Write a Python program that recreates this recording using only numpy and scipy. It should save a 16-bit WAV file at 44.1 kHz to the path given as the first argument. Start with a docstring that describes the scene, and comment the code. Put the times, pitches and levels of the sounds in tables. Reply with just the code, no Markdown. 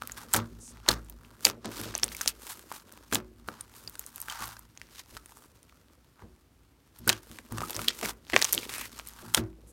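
"""Hands poke, fold and stretch sticky slime on a wooden table, close to one microphone.
From the start air pockets pop and the slime rips off the fingers, while pushes shake the table's modes.
From 1.7 s it crackles under squeezes and pulls as its threads snap, then thins to a lull near 6.5 s.
From 7 s to 9.4 s pops, rips and squeezes crowd together. A small room hums quietly throughout."""
import sys
import numpy as np
from scipy import signal
from scipy.fft import rfft, irfft
from scipy.io import wavfile
from scipy.ndimage import uniform_filter1d

SR = 44100
rng = np.random.default_rng(int(sys.argv[2]) if len(sys.argv) > 2 else 0)


def transcribe(u):
    """Save the signal u as a 16-bit wav file named by the first command-line argument.

    u: samples, shape (n,) or (channels, n), limited to [-1, 1]; the rate is SR.
    q: integer samples, one column per channel.
    """
    v = np.clip(np.atleast_2d(u).T, -1, 1)
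    q = np.round(v * 32767).astype(np.int16)
    wavfile.write(sys.argv[1], SR, q)


N = 428652

# table top modes: f/Hz, level/dB, base t60/s
TABLE_MODES = [(54.1, 3.5, 1.0), (110.36, -3.5, 0.3), (167.7, -7, 0.25), (231.6, -2.5, 0.24),
               (323.2, -10.5, 0.56), (368, -11.5, 0.6)]


def pops():
    """An opening air pocket rings as a short tone while the film around it tears."""
    # t/s, relative level/dB, pocket f/Hz, low tear/dB, bright snap/dB, time scale/ms
    pockets = [(0.0212, -15, 1280, -22.5, -11, 1.96), (0.0744, -25, 12500, -6, 10, 0.5),
               (0.097, -21, 1750, -25, -23, 0.88), (0.1195, -27, 6960, -24, 1.5, 3.5),
               (0.3318, -22.5, 7450, -27, -13, 2.3), (0.3368, -14, 7200, -14, 11, 2.7),
               (0.3459, -5.5, 1470, -11, -2, 1.3), (0.3632, -25, 7160, -22, 17, 9.6),
               (0.888, -4.5, 4380, -0.5, -6, 4.5), (0.9144, -17, 4700, -8, -40, 3.7),
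               (1.047, -43, 9100, -29, -5, 1.1), (1.098, -28.5, 14200, -14.5, -24, 3.2),
               (1.2487, -38.5, 2640, -18, -39, 1.1), (1.4515, 4.5, 4670, -9, -11.5, 1.15),
               (1.4677, -17, 1720, 7, -8, 3), (1.657, -24.5, 960, 2, -8.5, 2.1),
               (1.814, -23.5, 11300, 0, -13, 2.2), (1.941, -24, 1650, -5, -19, 1.5),
               (1.952, -10.5, 6250, -8.5, -38, 1.36), (1.979, -18, 9600, -27, 0, 0.91),
               (1.9882, -25, 2660, -20, -14, 1.1), (2.0332, -4.5, 5630, -5.5, -42, 1.7),
               (2.042, -1.5, 9060, -22, -12, 0.3), (2.0892, -23.5, 4720, -25, -13, 0.56),
               (2.1186, -23, 2090, -28, -19, 0.8), (2.149, -25, 2120, -8.5, 2, 2.5),
               (2.1673, -26.5, 6670, -19, 7, 0.66), (2.2114, -12, 1540, -11.5, -7.5, 1.2),
               (2.2148, -16.5, 5750, -17, 4, 1.8), (2.26, -16.5, 960, 3.5, -12, 1.3),
               (2.2773, -10, 6800, -1, -0.5, 0.84), (2.2821, -10, 5840, -38, 4, 0.42),
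               (2.7167, -16, 1025, -28, -27, 2), (2.9236, -36, 6300, -30, 8, 0.66),
               (3.1269, -12.5, 1570, -11, -18, 1.7), (3.135, -19, 7120, -19, -15, 1.9),
               (3.147, -12.5, 7250, -53, 3, 2.2), (3.487, -11.5, 1370, -28, -26, 1.2),
               (3.6092, -22.5, 9070, -23, -10, 2.7), (3.876, -24, 4720, -31, -22, 3.1),
               (3.897, -26, 13600, -32, -5, 0.84), (3.9545, -28.5, 1500, -8, -7, 1.7),
               (3.9941, -25.5, 6800, -8.5, 12.5, 1.5), (4.04, -36, 6050, 1.5, -23, 0.9),
               (4.0644, -30.5, 9150, -33, 9, 0.89), (4.16, -19, 11300, -35, -9, 0.77),
               (4.2027, -21.5, 11800, -25, -3, 1.3), (4.216, -20.5, 12700, -34, 3, 1.4),
               (4.2843, -18.5, 1460, -17, -8, 1.7), (4.299, -26.5, 3000, -6, -5, 5.6),
               (4.4236, -27.5, 1130, -25, -17, 15), (4.4558, -35, 1080, -23, 8, 3.5),
               (4.4797, -25.5, 1120, -19, 3, 0.86), (4.5675, -35, 1500, -1, -10, 3.4),
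               (4.5927, -36, 1045, -25, 11.5, 2.6), (4.7748, -34, 6300, 1, -6, 1.7),
               (4.8157, -22, 1980, -16, -15.5, 0.83), (5.1684, -22, 1430, -10, -15, 1.5),
               (5.1735, -30.5, 1280, -5, -13, 2), (5.2598, -27, 9500, -6, -22, 0.4),
               (5.3211, -34, 990, -6, -19, 2.5), (5.3712, -32, 1006, -21, 0, 1.4),
               (5.4227, -41, 1180, -11.5, -23, 2.5), (5.445, -40, 1050, -15, -25, 2.8),
               (5.6302, -38, 9060, -14, -1.5, 0.85), (5.696, -43, 2200, -11, -3, 0.81),
               (5.725, -41, 1255, -15, -24, 2.6), (5.899, -47, 1100, -8, -29, 2),
               (6.1942, -37, 990, -5, -27, 2.9), (6.222, -33, 960, -14, -32, 2.5),
               (6.988, -39, 12100, -22, -2, 6.5), (7.077, -12, 1516, -22, 7, 6.2),
               (7.0928, -9, 3830, -2, 4, 3.2), (7.0982, -17.5, 4020, 12.5, -1, 4.7),
               (7.1287, -20, 3150, 1, -5, 2.7), (7.387, -31.5, 1590, 6.5, -8.5, 3.3),
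               (7.523, -23.5, 1030, -13, 5, 1.3), (7.574, -33, 990, -5, -23, 2.2),
               (7.583, -17, 1180, -6, -16.5, 1.8), (7.606, -19, 1190, -6, -14.5, 2.2),
               (7.618, -10, 885, -28, -31, 0.95), (7.635, -19, 1250, -27, -42, 12),
               (7.7072, -20, 12100, -32, -10, 2.2), (7.731, -29, 3450, 0, -6, 1.3),
               (7.752, -26, 5340, -30, -14, 3.4), (7.765, -21, 1840, -5, -6, 1.5),
               (7.7926, -18.5, 1250, -2.5, -17, 3.2), (7.8836, -4, 3490, -40, -7.5, 2.06),
               (8.0294, -24.5, 665, 5, -11, 9.1), (8.0524, -18, 2240, -25, -12, 3.2),
               (8.2996, -18.5, 2000, -11, -16, 0.8), (8.3341, -14.5, 1990, 4, -44, 5.4),
               (8.3415, -6.5, 1740, -13, -39, 1.1), (8.3635, -6.5, 2270, 10, -32, 1.2),
               (8.3656, -12, 1020, 5, -15, 2.9), (8.4171, -10, 1990, -0.5, -8, 1.5),
               (8.4246, 1, 3600, -4.5, -15, 0.4), (8.445, -5, 7100, -19, -12, 0.87),
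               (8.449, -18.5, 6000, 2.5, -1, 2.3), (8.526, -6, 12600, -38, -5, 1),
               (8.5302, -4.5, 11890, -15, -7, 1.5), (8.5425, -15.5, 3560, -25, 1, 0.85),
               (8.549, -16.5, 10500, -26, 9, 0.71), (8.5785, -7.5, 3220, -33, -34, 1.1),
               (8.6312, -30, 2340, -2, -19, 3.7), (8.6938, -21.5, 3490, -4, -28, 0.57),
               (8.782, -23.5, 9900, 1, -16, 2.7), (8.99, -27.5, 1260, -9, -10, 2.3),
               (8.9975, -22.5, 1210, 4, -35, 0.23), (9.073, -26.5, 10100, -32, 5.5, 0.95),
               (9.087, -26, 12400, -33, -3, 1), (9.1362, -29.5, 6100, -7, -10, 0.8),
               (9.3467, -9.5, 3420, -1.5, 5, 2.6), (9.3748, -17.5, 3450, -11, -15, 3.2),
               (9.3784, -12, 1460, -16, -19, 2.7)]
    out, lead = np.zeros(N), 256
    t = (np.arange(2048) - lead) / SR
    draws = rng.standard_normal((len(pockets), 3, len(t)))
    for (s, db, hz, body_db, snap_db, ms), (noise, roughness, drift) in zip(pockets, draws):
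        age = t / (ms / 1000)
        envelope = np.where(age < 0, np.exp(-(age / 0.1) ** 2), np.exp(-age / 0.66))
        wobble_rad = 0.53 * np.cumsum(drift) * hz / np.sqrt(4000 * SR)  # soft wall: pitch wavers
        tone = envelope * np.sin(2 * np.pi * hz * t + wobble_rad)
        tear = noise * amp(0.68 * roughness) * envelope
        tear[lead] += 3.0  # rupture click
        body = amp(body_db) * peaked(band(tear, 510, 2800))
        snap = amp(snap_db) * peaked(band(tear, 7000, 16000))
        middle = amp(min(body_db, snap_db) + 11.5) * peaked(band(tear, 1800, 9100))
        add(out, s - lead / SR, amp(db - 4.0) * (tone + body + snap + middle))
    return out


def stretch():
    """Snapping threads sound three pocket sizes at once: crackle, squelch and fizz."""
    crackle_gain, squelch_gain, fizz_gain = handwork()
    pull = threads(per_s=200, spread_db=5.0, clump_db=3.0)
    out = crackle_gain * crackle(*pull, 1500, 6800, cycles=5.4, hiss_gain=1.0)
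    out += squelch_gain * crackle(*pull, 850, 1600, cycles=10.0, hiss_gain=1.1)
    return out + fizz_gain * crackle(*pull, 6500, 16000, cycles=1.3, hiss_gain=1.0)


def handwork():
    """Gains of crackle, squelch and fizz: creep, squeezes and rips add as power."""
    # slime creeping between gestures: t/s, base level/dB
    creep = [(0, -68), (1.2, -72), (1.6, -76), (2.4, -66), (3.3, -78), (3.7, -68), (4.7, -73), (5.5, -73),
             (6.1, -78), (6.7, -83), (7.2, -68), (8.2, -76), (9.1, -66), (9.5, -78), (9.72, -74)]
    # squeezes and pulls: t/s, hold/s, 20 dB swell and fade/s, crackle/dB, squelch/dB, fizz/dB
    squeezes = [(0.04, 0.088, 0.14, -59, -55, -60.5), (0.178, 0.058, 0.078, -54, -48, -54.5),
                (0.754, 0.021, 0.12, -63, -61, -83), (1.288, 0.037, 0.3, -66, -57.5, -66),
                (1.717, 0.13, 0.051, -47.5, -47, -49.5), (1.85, .14, 0.092, -50, -52, -56.5),
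                (2.073, 0.16, 0.059, -51, -54, -51), (2.5, 0.011, 0.12, -47, -46.5, -43.5),
                (2.708, 0.072, 0.044, -52, -50.5, -50.5), (2.948, 0.019, 0.2, -61, -56, -62),
                (3.517, 0.077, 0.12, -63.5, -55.5, -67), (3.763, 0.034, 0.064, -60, -60.5, -56),
                (3.83, 0.21, .06, -65.5, -62, -62), (4.022, 0.078, .06, -65, -65, -60),
                (4.163, 0.15, 0.037, -57.5, -53.5, -53), (4.294, 0.12, 0.032, -48, -42, -52),
                (4.414, 0.056, 0.14, -48.5, -43.5, -49), (4.816, 0.09, 0.027, -62.5, -68, -68),
                (4.978, 0.011, 0.053, -49.5, -56.5, -53), (5.14, 0.025, 0.09, -56, -58, -55.5),
                (5.296, 0.12, 0.14, -69.5, -66.5, -63), (6.198, 0.019, .05, -70.5, -57.5, -75.5),
                (6.975, 0.0092, .05, -65, -63, -65.5), (7.127, 0.027, 0.033, -48, -52, -57),
                (7.299, .07, 0.15, -59, -61, -57.5), (7.52, .13, 0.021, -55, -48.5, -58),
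                (7.666, 0.18, 0.15, -48, -47.5, -46.5), (7.966, 0.077, .06, -50, -52, -48.5),
                (8.029, 0.077, 0.023, -40.5, -39.5, -41), (8.34, 0.061, 0.071, -42, -48, -47.5),
                (8.442, 0.063, .05, -43, -46, -44.5), (8.565, 0.087, 0.058, -46, -51, -48.5),
                (8.699, 0.16, 0.038, -46.5, -49, -45.5), (8.916, 0.09, 0.04, -56, -58.5, -58.5),
                (9.06, .04, 0.074, -59, -74, -58), (9.195, 0.085, 0.18, -57.5, -51.5, -57)]
    # fingers ripping free: t/s, hold/s, crackle/dB, squelch/dB, fizz/dB
    rips = [(0.336, .008, -29.5, -27, -30), (0.363, 0.0058, -32, -30.5, -42),
            (0.881, 0.006, -30, -22.5, -41), (0.907, 0.0094, -30.5, -37.5, -31.5),
            (1.448, 0.031, -30, -34.5, -29), (1.646, 0.012, -41.5, -39.5, -68),
            (2.029, 0.011, -42, -52, -42), (2.275, 0.022, -40, -49, -39), (3.126, 0.03, -33, -36.5, -33.5),
            (3.477, .015, -67, -61, -57), (7.082, 0.012, -31, -34, -42), (7.88, 0.0066, -26.5, -50, -49),
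            (8.414, 0.0083, -34.5, -42, -34.5), (8.535, .012, -40.5, -48, -38),
            (9.34, 0.0061, -41, -34, -33.5), (9.367, .01, -33.5, -36.5, -33)]
    creep_offsets_db = np.c_[[2, 3.5, 1]]
    settle_db_per_s = np.c_[[562.5, 333.5, 800]]  # large pockets close last
    t = np.arange(0, N / SR + .01, .001)
    power = amp(np.interp(t, *np.transpose(creep)) + creep_offsets_db) ** 2
    for s, hold_s, fade_s, *db in squeezes:
        away_s = np.maximum(np.maximum(s - t, t - s - hold_s), 0)
        power += amp(np.c_[db] - 20 * away_s / fade_s) ** 2
    for s, hold_s, *db in rips:
        loosen_db = (t < s) * (-19.5 + 10 * (t - s) / 0.032)  # grip creaks before letting go
        settle_db = settle_db_per_s * np.maximum(t - s - hold_s, 0)
        power += amp(np.c_[db] + loosen_db - settle_db) ** 2
    return [np.interp(np.arange(N) / SR, t, gain) for gain in np.sqrt(power)]


def threads(per_s, spread_db, clump_db):
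    """Sparse snaps of sticky threads, a few large, and the uneven pull that breaks them."""
    sizes = amp(spread_db * np.minimum(rng.exponential(1, N), 4))
    snaps = sizes * (rng.random(N) < per_s / SR)
    quick, slow = (evened(uniform_filter1d(rng.standard_normal(N), n)) for n in (150, 1200))
    return snaps * rng.choice([-1., 1.], N), amp(clump_db * (quick + slow))


def crackle(snaps, clumps, lo_hz, hi_hz, cycles, hiss_gain):
    """Each snap rings a pocket of random pitch, over a wet hiss that comes in clumps."""
    pitches_hz = np.geomspace(lo_hz, hi_hz, num=12)
    pocket = rng.integers(0, len(pitches_hz), N)
    grains = sum(ring(snaps * (pocket == k), hz, cycles / hz) * np.sqrt(hz)
                 for k, hz in enumerate(pitches_hz))
    wet_hiss = clumps * band(rng.standard_normal(N), lo_hz, hi_hz)
    mix = evened(grains) + hiss_gain * evened(wet_hiss)
    return evened(band(mix, .8 * lo_hz, 1.2 * hi_hz))


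def hisses():
    """Brief smooth bands of noise swell and fade."""
    # noise swells: t/s, length/s, level/dB, centre f/Hz
    swells = [(0.6, .125, -51.5, 7440), (4.29, 0.18, -49, 1190), (8.699, 0.17, -45, 2050),
              (9.669, 0.05, -60.5, 9000)]
    out, edge_ratio = np.zeros(N), 1.31
    for s, length_s, db, hz in swells:
        arch = np.sin(np.pi * np.linspace(0, 1, round(length_s * SR))) ** .4
        noise = band(rng.standard_normal(len(arch)), hz / edge_ratio, hz * edge_ratio)
        add(out, s, amp(db) * arch * evened(noise))
    return out


def pushes():
    """Short rough shoves ring the table's modes; hands and slime damp them."""
    # pushes and releases: t/s, level/dB, knock/dB, lowest mode offset/dB, t60 factor
    shoves = [(0.343, -25, 1.5, -14, 0.81), (0.503, -44, -18, -6, 0.97), (0.88, -28.5, 7, -9.5, 1),
              (1.456, -34.5, 8.5, -19.5, 0.55), (1.649, -36, 8.5, -15.5, 1), (1.789, -36, 3, -17, 0.6),
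              (1.853, -38, 3.5, -20, 1), (2.024, -44, 9, -12, 0.6), (2.252, -58.5, 17, 2, 0.42),
              (3.123, -29.5, 5, -24, 0.87), (3.48, -44, 8.5, -19, 0.81), (3.84, -50, -3, -10, 0.54),
              (4.399, -42.5, 0.5, -9, .8), (5.119, -46.5, -4, -3, 0.35), (6.219, -42, -3, -15.5, 0.65),
              (6.996, -41.5, -16, -10, 0.84), (7.069, -27, 2.5, -26, 0.36), (7.297, -43, -3, -49, 0.46),
              (7.515, -30, -20, -16, 0.58), (7.58, -36, -22, -16, 1), (7.763, -34, -2.5, -18.5, 1),
              (8.023, -38, 11, -8.5, 0.94), (8.329, -34, 13.5, -27, 0.77), (8.537, -55.5, 23, -31, 0.81),
              (9.222, -40.5, -1.5, -13, 1), (9.368, -24.5, 0.5, -19.5, 0.54)]
    out, t = np.zeros(N), np.arange(SR) / SR
    envelope = np.exp(-t / 0.036) - np.exp(-t / 0.0022)  # the soft mass rubs as it settles
    for s, db, knock_db, deep_db, t60_factor in shoves:
        force = envelope * rng.standard_normal(SR)
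        deep, *upper = (amp(mode_db) * peaked(ring(force, hz, t60_factor * t60_s))
                        for hz, mode_db, t60_s in TABLE_MODES)
        knock = amp(knock_db) * peaked(band(force, 170, 540))
        add(out, s, amp(db) * (peaked(sum(upper)) + amp(deep_db) * deep + knock))
    return out


def leaning():
    """Leaning hands keep the table's low modes humming and squish the whole mass."""
    # hand pressure: t/s, table hum/dB, squish/dB
    pressure = [(0.0, -53, -58), (1.35, -54.5, -63.5), (1.84, -57.5, -48.5), (2.11, -51.5, -55),
                (2.3, -64.5, -60.5), (2.9, -64, -61), (3.36, -56, -68), (3.95, -63.5, -65),
                (4.52, -58.5, -76.5), (5.12, -69, -63), (6.44, -68.5, -76), (6.79, -69, -78),
                (7.8, -54.5, -46), (8.23, -62, -67), (8.58, -52, -49), (9.09, -58.5, -64),
                (9.42, -50.5, -64), (9.72, -57.5, -62)]
    s, *levels_db = np.transpose(pressure)
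    hum_gain, squish_gain = (amp(np.interp(np.arange(N) / SR, s, db)) for db in levels_db)
    force = rng.standard_normal(N)
    hum = sum(amp(db) * evened(ring(force, hz, 0.66 * t60_s)) for hz, db, t60_s in TABLE_MODES[:4])
    pull = threads(per_s=99, spread_db=2.3, clump_db=3.0)
    squish = crackle(*pull, 240, 600, cycles=5.7, hiss_gain=0.4)
    return hum_gain * evened(hum) + squish_gain * squish


def reflections(x):
    """Sparse wall reflections, each band dying at its own rate."""
    # room decay: f/Hz, t60/s
    walls = [(200, .45), (500, 0.11), (1000, .22), (2000, 0.22), (5000, 0.025), (14000, 0.12)]
    taps = np.zeros(SR // 2)
    slots = np.arange(120, len(taps) - 20, 20)
    taps[slots + rng.integers(0, 20, len(slots))] = rng.choice([-1., 1.], len(slots))
    hz, t, spectra = signal.stft(taps, SR, nperseg=256)
    decay = amp(-60 * t / read(walls, hz)[:, None])
    _, tail = signal.istft(spectra * decay, SR, nperseg=256)
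    return signal.oaconvolve(x, tail / np.linalg.norm(tail))[:N]


def room_noise():
    """Steady low hum of the room with microphone hiss."""
    # noise spectrum: f/Hz, relative density/dB
    spectrum = [(18, -37.5), (30, -2.5), (64, 0.5), (194, -10.5), (227, -18.5), (252, -6), (569, -20),
                (913, -18), (5040, -33), (7090, -35.5), (16000, -34.5)]
    return amp(-63) * evened(coloured(rng.standard_normal(N), spectrum))


def amp(db):
    """Gain of a level in dB."""
    return 10 ** (np.asarray(db) / 20)


def evened(x):
    """Scales to rms 1."""
    return x / np.sqrt(np.mean(x ** 2) + 1e-20)


def peaked(x):
    """Scales to peak 1."""
    return x / (abs(x).max() + 1e-20)


def read(points, hz):
    """Value of a table on a log-frequency axis."""
    f, value = np.transpose(points)
    return np.interp(np.log(hz + 1), np.log(f + 1), value)


def add(mix, s, sound):
    """Mixes a sound in at time s."""
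    part = mix[round(s * SR):][:len(sound)]
    part += sound[:len(part)]


def band(x, lo_hz, hi_hz):
    """Causal band-pass."""
    return signal.sosfilt(signal.butter(2, [lo_hz, min(hi_hz, SR / 2.1)], "band", fs=SR, output="sos"), x)


def ring(x, hz, t60):
    """One damped mode."""
    pole = np.exp((2j * np.pi * hz - np.log(1000) / t60) / SR)
    return signal.lfilter([1], [1, -pole], x).imag


def coloured(x, points):
    """Shapes a whole signal by a spectrum."""
    return irfft(rfft(x) * amp(read(points, np.fft.rfftfreq(len(x), 1 / SR))), len(x))


def scene():
    """Close slime, its reflections, the table and the room noise, in mono."""
    slime = pops() + stretch() + hisses()
    background = room_noise()
    return (slime + amp(-18) * reflections(slime) + pushes() + leaning() + background)[None]


def record(dry):
    """Microphone colour, clipping at full scale, band limit."""
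    # microphone response: f/Hz, gain/dB
    response = [(30, -17), (60, 1.5), (1000, -3), (4500, 1.5), (9500, 2), (11000, -1), (12500, 1.5),
                (16000, -3.5)]
    clipped = np.clip(coloured(dry[0], response), -1, 1)
    lowpass = signal.firwin(301, cutoff=16300, window=("kaiser", 9), fs=SR)
    return signal.oaconvolve(clipped, lowpass, "same")[None]


dry = scene()
out = record(dry)
transcribe(out)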